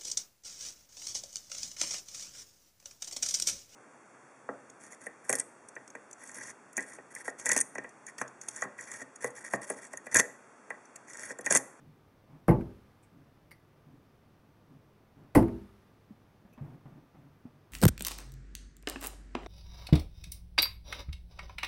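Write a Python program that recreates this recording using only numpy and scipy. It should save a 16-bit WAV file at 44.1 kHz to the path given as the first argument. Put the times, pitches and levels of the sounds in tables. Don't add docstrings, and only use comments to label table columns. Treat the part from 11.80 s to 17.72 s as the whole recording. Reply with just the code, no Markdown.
import sys
import numpy as np
from scipy import signal
from scipy.fft import rfft, irfft, next_fast_len
from scipy.io import wavfile
from scipy.ndimage import map_coordinates

SR = 44100
rng = np.random.default_rng(int(sys.argv[2]) if len(sys.argv) > 2 else 0)


def master(y):
    cut = np.clip(np.atleast_2d(y).T, -1, 1)
    pcm = np.round(cut * 32767)
    wavfile.write(sys.argv[1], SR, pcm.astype(np.int16))


N = 261072
T = np.arange(SR) / SR

# [start_s, spot (0 = high spot on the board, 1 = lower spot), boom_db, push_db, knock_db, rap_db,
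#  crunch_db, crunch_t60_s, hiss_db]
THROWS = [(0.6833, 0.12, -2.5, -13.5, -29, -31.5, -47, 0.14, -63.5),
          (3.553, 0.95, -2, -15.5, -22.5, -28, -35.5, 0.17, -60)]
# [pitch_hz, density_db (dB per Hz)]
SNAP_SPECTRUM = [(2000, -14.5), (7000, -16.5), (10000, -3), (13500, -4), (15500, -13.5)]
# [pitch_hz, density_db (dB per Hz)]
SOLE_SPECTRUM = [(200, -12), (700, 9), (1300, -0.5), (2500, -11), (6000, -39), (15000, -44)]


def amp(db):
    return 10 ** (np.asarray(db) / 20)


def unit(x):
    return x / np.sqrt(np.mean(x ** 2) + 1e-20)


def along(points, hz):
    point_hz, values = np.transpose(points)
    return np.interp(np.log(hz + 1), np.log(point_hz), values)


def filtered(x, response):
    size = next_fast_len(len(x) + 8192)
    spectrum = rfft(x, size) * response(np.fft.rfftfreq(size, 1 / SR))
    return irfft(spectrum, size)[:len(x)]


def noise(spectrum, size=SR):
    white = rng.standard_normal(size)
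    return unit(filtered(white, lambda hz: amp(along(spectrum, hz))))


def resonant(peaks):
    def response(f):
        return sum(amp(db) / (1 + (2 * (f - hz) / width) ** 2) for hz, width, db in peaks)
    return unit(filtered(rng.standard_normal(SR), response))


def fade(t60, t=T):
    return np.exp(-np.log(1000) * t / t60)


def rise(attack):
    return 1 - np.exp(-T / attack)


def swell(attack, hold, t60):
    return np.minimum(T / attack, 1) * fade(t60, np.maximum(T - attack - hold, 0))


def add(track, s, sound):
    start = max(round(s * SR), 0)
    part = sound[:max(N - start, 0)]
    track[start:start + len(part)] += part


def darts(panel_lag_s=0.018, panel_db=-19, room_db=-26):
    # [pitch_hz, density_db (dB per Hz)]
    knock_spectrum = [(300, -2.5), (700, 6.5), (1050, -2.5), (1400, -11), (2200, -15.5), (3000, -22),
                      (3800, -52), (8000, -56.5)]
    # [pitch_hz, density_db (dB per Hz)]
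    crunch_spectrum = [(1000, -14.5), (2700, -8.5), (3900, -13), (4900, -5), (6500, -14), (8200, -9.5),
                       (9400, -2), (10200, -5), (11200, 1), (13000, -12), (15500, -20.5)]
    # [pitch_hz, width_hz, level_db]
    rap_peaks = [(1144, 100, -4.5), (1530, 140, 1), (1906, 110, 3), (2106, 146, 1), (2533, 220, -16)]
    # [pitch_hz, width_hz, level_db]
    panel_peaks = [(328, 14, 0), (495, 40, -8), (864, 20, -2), (1030, 30, -14), (1156, 30, -15)]
    # [pitch_hz, density_db (dB per Hz)]
    hiss_spectrum = [(300, 0.5), (1200, 20), (3000, 8), (5000, 4.5), (7500, -2.5), (11000, 1), (15500, -7)]
    entry_s, entry_db = 0.0034, -11
    out = np.zeros(N)
    for s, spot, boom_db, push_db, knock_db, rap_db, crunch_db, crunch_t60, hiss_db in THROWS:
        crunch = noise(crunch_spectrum) * rise(0.00084) * fade(crunch_t60)
        add(out, s - entry_s, amp(crunch_db) * crunch)
        entry_knock = noise(knock_spectrum) * fade(0.058)
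        add(out, s - entry_s, amp(knock_db + entry_db) * entry_knock)
        add(out, s, amp(push_db) * push())
        add(out, s, amp(rap_db) * resonant(rap_peaks) * fade(0.11))
        add(out, s, amp(knock_db) * noise(knock_spectrum) * fade(0.23))
        add(out, s, amp(boom_db) * thud(spot))
        panel = resonant(panel_peaks) * rise(0.011) * fade(0.13)
        add(out, s + panel_lag_s, amp(panel_db) * panel)
        add(out, s, amp(room_db) * room_tail() * rise(0.033))
        add(out, s, amp(hiss_db) * noise(hiss_spectrum) * rise(0.017) * fade(1.9))
    return out


def push(width_s=0.000284):
    u = T / width_s - 2
    return -2 * u * np.exp(-u ** 2)


def thud(spot, attack_s=0.0005, waver=0.49, waver_rate_hz=22, sustain=0.95):
    # [pitch_hz, t60_s (before the sustain factor), high_spot_db, low_spot_db]
    modes = [(42.3, 0.39, -25, -23.5), (59.1, 0.7, -32, -28.5), (71.93, 0.74, -38, -34),
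             (99.9, 0.52, -28.5, -24), (118.7, 0.42, -21, -18.5), (143.1, 0.46, -18.5, -25.5),
             (172.5, 0.19, -8.5, -26.5), (191.3, 0.4, -19.5, -26.5), (203.4, 0.57, -29.5, -20),
             (240, 0.49, -26.5, -20), (251.4, 0.45, -26.5, -23), (276.5, 0.28, -25, -14.5),
             (299, 0.19, -32.5, -9.5), (334.2, 0.41, -19.5, -13), (374.4, 0.15, -24.5, -25.5),
             (390.5, 0.52, -28, -24), (422, 0.51, -35.5, -26), (453.3, 0.078, -17, -19),
             (493, 0.12, -20, -19), (516, 0.28, -26, -24), (592, 0.14, -22.5, -25.5), (644, 0.35, -37, -29),
             (685, 0.19, -26.5, -29), (726, 0.16, -29, -28.5), (777, 0.078, -23.5, -19.5),
             (840, 0.12, -25.5, -26.5), (913, 0.52, -42.5, -38.5), (1025, 0.071, -25.5, -19),
             (1129, 0.056, -25.5, -28)]
    out = np.zeros(SR)
    for k, (hz, t60, high_db, low_db) in enumerate(modes):
        db = high_db + np.clip(spot, 0, 1) * (low_db - high_db)
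        in_phase, quadrature = (map_coordinates(row, [waver_rate_hz * T])
                                for row in rng.standard_normal((2, 128)))
        uneven = 1 + waver * rise(0.038) * (in_phase + 1j * quadrature)
        ring = np.imag(uneven * np.exp(2j * np.pi * hz * T))
        out += (-1) ** k * amp(db) * ring * fade(sustain * t60)
    return rise(attack_s) * out


def room_tail():
    # [pitch_hz, density_db (dB per Hz)]
    answer_spectrum = [(40, -15), (150, 6.5), (300, 10), (600, 1.5), (1100, -7.5), (1600, -18.5),
                       (4000, -73)]
    # [pitch_hz, t60_s]
    room_decay = [(100, 0.26), (400, 0.45), (1000, 0.41), (4000, 0.14)]
    hz, t, bands = signal.stft(noise(answer_spectrum), SR, nperseg=512)
    decaying = bands * fade(along(room_decay, hz)[:, None], t)
    return signal.istft(decaying, SR, nperseg=512)[1][:SR]


def afterticks():
    # [start_s, tock_db, snap_db]
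    ticks = [(0.8085, -51, -63), (3.626, -42.5, -51), (3.6811, -49, -56.5)]
    # [pitch_hz, density_db (dB per Hz)]
    tock_spectrum = [(500, -4), (1100, 0), (1600, -1), (2300, -6), (3200, -19), (7000, -30), (15500, -34)]
    out = np.zeros(N)
    for s, tock_db, snap_db in ticks:
        tock = noise(tock_spectrum) * rise(0.00069) * fade(0.066)
        snap = noise(SNAP_SPECTRUM) * fade(0.012)
        add(out, s, amp(tock_db) * tock + amp(snap_db) * snap)
    return out


def flights(swing_s=0.0063, uneven_db=2, count=5):
    # [start_s, first_snap_db (before random unevenness), loss_per_swing_db]
    buzzes = [(0.6843, -50, 0.5), (3.551, -27, 8.5)]
    out = np.zeros(N)
    for s, first_db, loss_db in buzzes:
        for k, chance in enumerate(rng.standard_normal(count)):
            db = first_db - k * loss_db + uneven_db * chance
            add(out, s + k * swing_s, amp(db) * noise(SNAP_SPECTRUM) * fade(0.014))
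    return out


def hand(scrape_width_hz=2600, room_db=-27, room_t60_s=1.0):
    # [start_s, level_db, ring_db, ring_pitch_hz, scrape_pitch_hz, contact_db]
    clicks = [(1.228, -71.5, -3, 2340, 8400, -3), (1.71, -66, 11, 2015, 11400, 9.5),
              (4.728, -78, 10, 2570, 11600, -10)]
    # [multiple of the ring pitch, width_hz, level_db]
    barrel = [(1, 250, 5.5), (2.3, 430, -9), (2.81, 277.8, -17), (4.47, 324.1, -12.5)]
    # [pitch_hz, density_db (dB per Hz)]
    contact_spectrum = [(500, -2.5), (3000, -7), (8000, -24), (15500, -14.5)]
    rebound_s, rebound_db = 0.0059, 4.5
    tail = amp(room_db) * fade(room_t60_s)
    out = np.zeros(N)
    for s, db, ring_db, ring_hz, scrape_hz, contact_db in clicks:
        ring_peaks = [(ratio * ring_hz, width, level) for ratio, width, level in barrel]
        for k in range(2):
            scrape = resonant([(scrape_hz, scrape_width_hz, 0)]) * (fade(0.07) + tail)
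            ring = resonant(ring_peaks) * (fade(0.09) + tail)
            contact = noise(contact_spectrum) * fade(0.022)
            touch = scrape + amp(ring_db) * ring + amp(contact_db) * contact
            add(out, s + k * rebound_s, amp(db + k * rebound_db) * touch)
    return out


def feet(dull_db=-8, roll_brush_db=-14.5):
    # [start_s, bump_db, floor_pitch_hz, bump_t60_s, sole_slap_db, toe_roll_db]
    steps = [(4.306, -39, 213, 0.083, -69, -71), (4.651, -45, 191, 0.077, -65, -65),
             (4.776, -46, 243, 0.18, -53, -74), (4.81, -32.5, 142.6, 0.19, -67, -48.5),
             (5.055, -41, 139, 0.14, -58, -52.5), (5.346, -49, 204, 0.085, -60.5, -58),
             (5.653, -36.5, 243, 0.077, -61.5, -69)]
    # [pitch_hz, density_db (dB per Hz)]
    heel_spectrum = [(30, -23), (70, -0.5), (150, 4), (300, -8.5), (500, -19), (2000, -56)]
    out = np.zeros(N)
    for s, bump_db, hz, t60, sole_db, roll_db in steps:
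        bump = np.sin(2 * np.pi * hz * T) + amp(dull_db) * noise(heel_spectrum)
        add(out, s, amp(bump_db) * bump * rise(0.0013) * fade(t60))
        slap = noise(SOLE_SPECTRUM) * rise(0.0011) * fade(0.2)
        add(out, s, amp(sole_db) * slap)
        roll = loaded_floor(roll_brush_db) * swell(attack=0.034, hold=0.097, t60=0.25)
        add(out, s, amp(roll_db) * roll)
    return out


def stance(sway_brush_db=-22, lean_lead_s=0.2, lean_db=-56, lean_brush_db=-11.5):
    # [start_s, level_db]
    sways = [(0, -57.5), (1.31, -59), (2.05, -55.5), (2.87, -55.5)]
    shift = swell(attack=0.03, hold=0.066, t60=0.32)
    out = np.zeros(N)
    for s, db in sways:
        add(out, s, amp(db) * loaded_floor(sway_brush_db) * shift)
    for s, *_ in THROWS:
        add(out, s - lean_lead_s, amp(lean_db) * loaded_floor(lean_brush_db) * shift)
    return out


def loaded_floor(brush_db):
    # [pitch_hz, density_db (dB per Hz)]
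    floor_spectrum = [(40, -14.5), (90, -18.5), (143, 9), (193, -6), (278, 0.5), (450, -21), (1500, -52)]
    return noise(floor_spectrum) + amp(brush_db) * noise(SOLE_SPECTRUM)


def ambience(air_db=-63.5, drift_rad=0.6, drift_rate_hz=10):
    # [pitch_hz, density_db (dB per Hz)]
    air_spectrum = [(25, -11), (60, -5.5), (110, -2), (300, -6.5), (500, -11), (1200, -17.5), (2000, -23),
                    (4000, -31.5), (6000, -33.5), (7000, -40), (15500, -38)]
    # [pitch_hz, level_db (rms)]
    hum_tones = [(102.3, -71.5), (145.3, -75.5), (1190, -84), (3569, -94.5), (13081, -99)]
    t = np.arange(N) / SR
    out = amp(air_db) * noise(air_spectrum, size=N)
    for hz, db in hum_tones:
        wander = map_coordinates(rng.standard_normal(64), [drift_rate_hz * t])
        tone = np.sqrt(2) * np.sin(2 * np.pi * hz * t + drift_rad * wander)
        out += amp(db) * tone
    return out


def scene():
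    board = darts() + afterticks() + flights()
    thrower = hand() + feet() + stance()
    return (board + thrower + ambience())[None]


def record(dry, top_hz=15850):
    def band_limit(hz):
        return 1 / (1 + (hz / top_hz) ** 200)
    return np.array([filtered(x, band_limit) for x in dry])


dry = scene()
out = record(dry)
master(out)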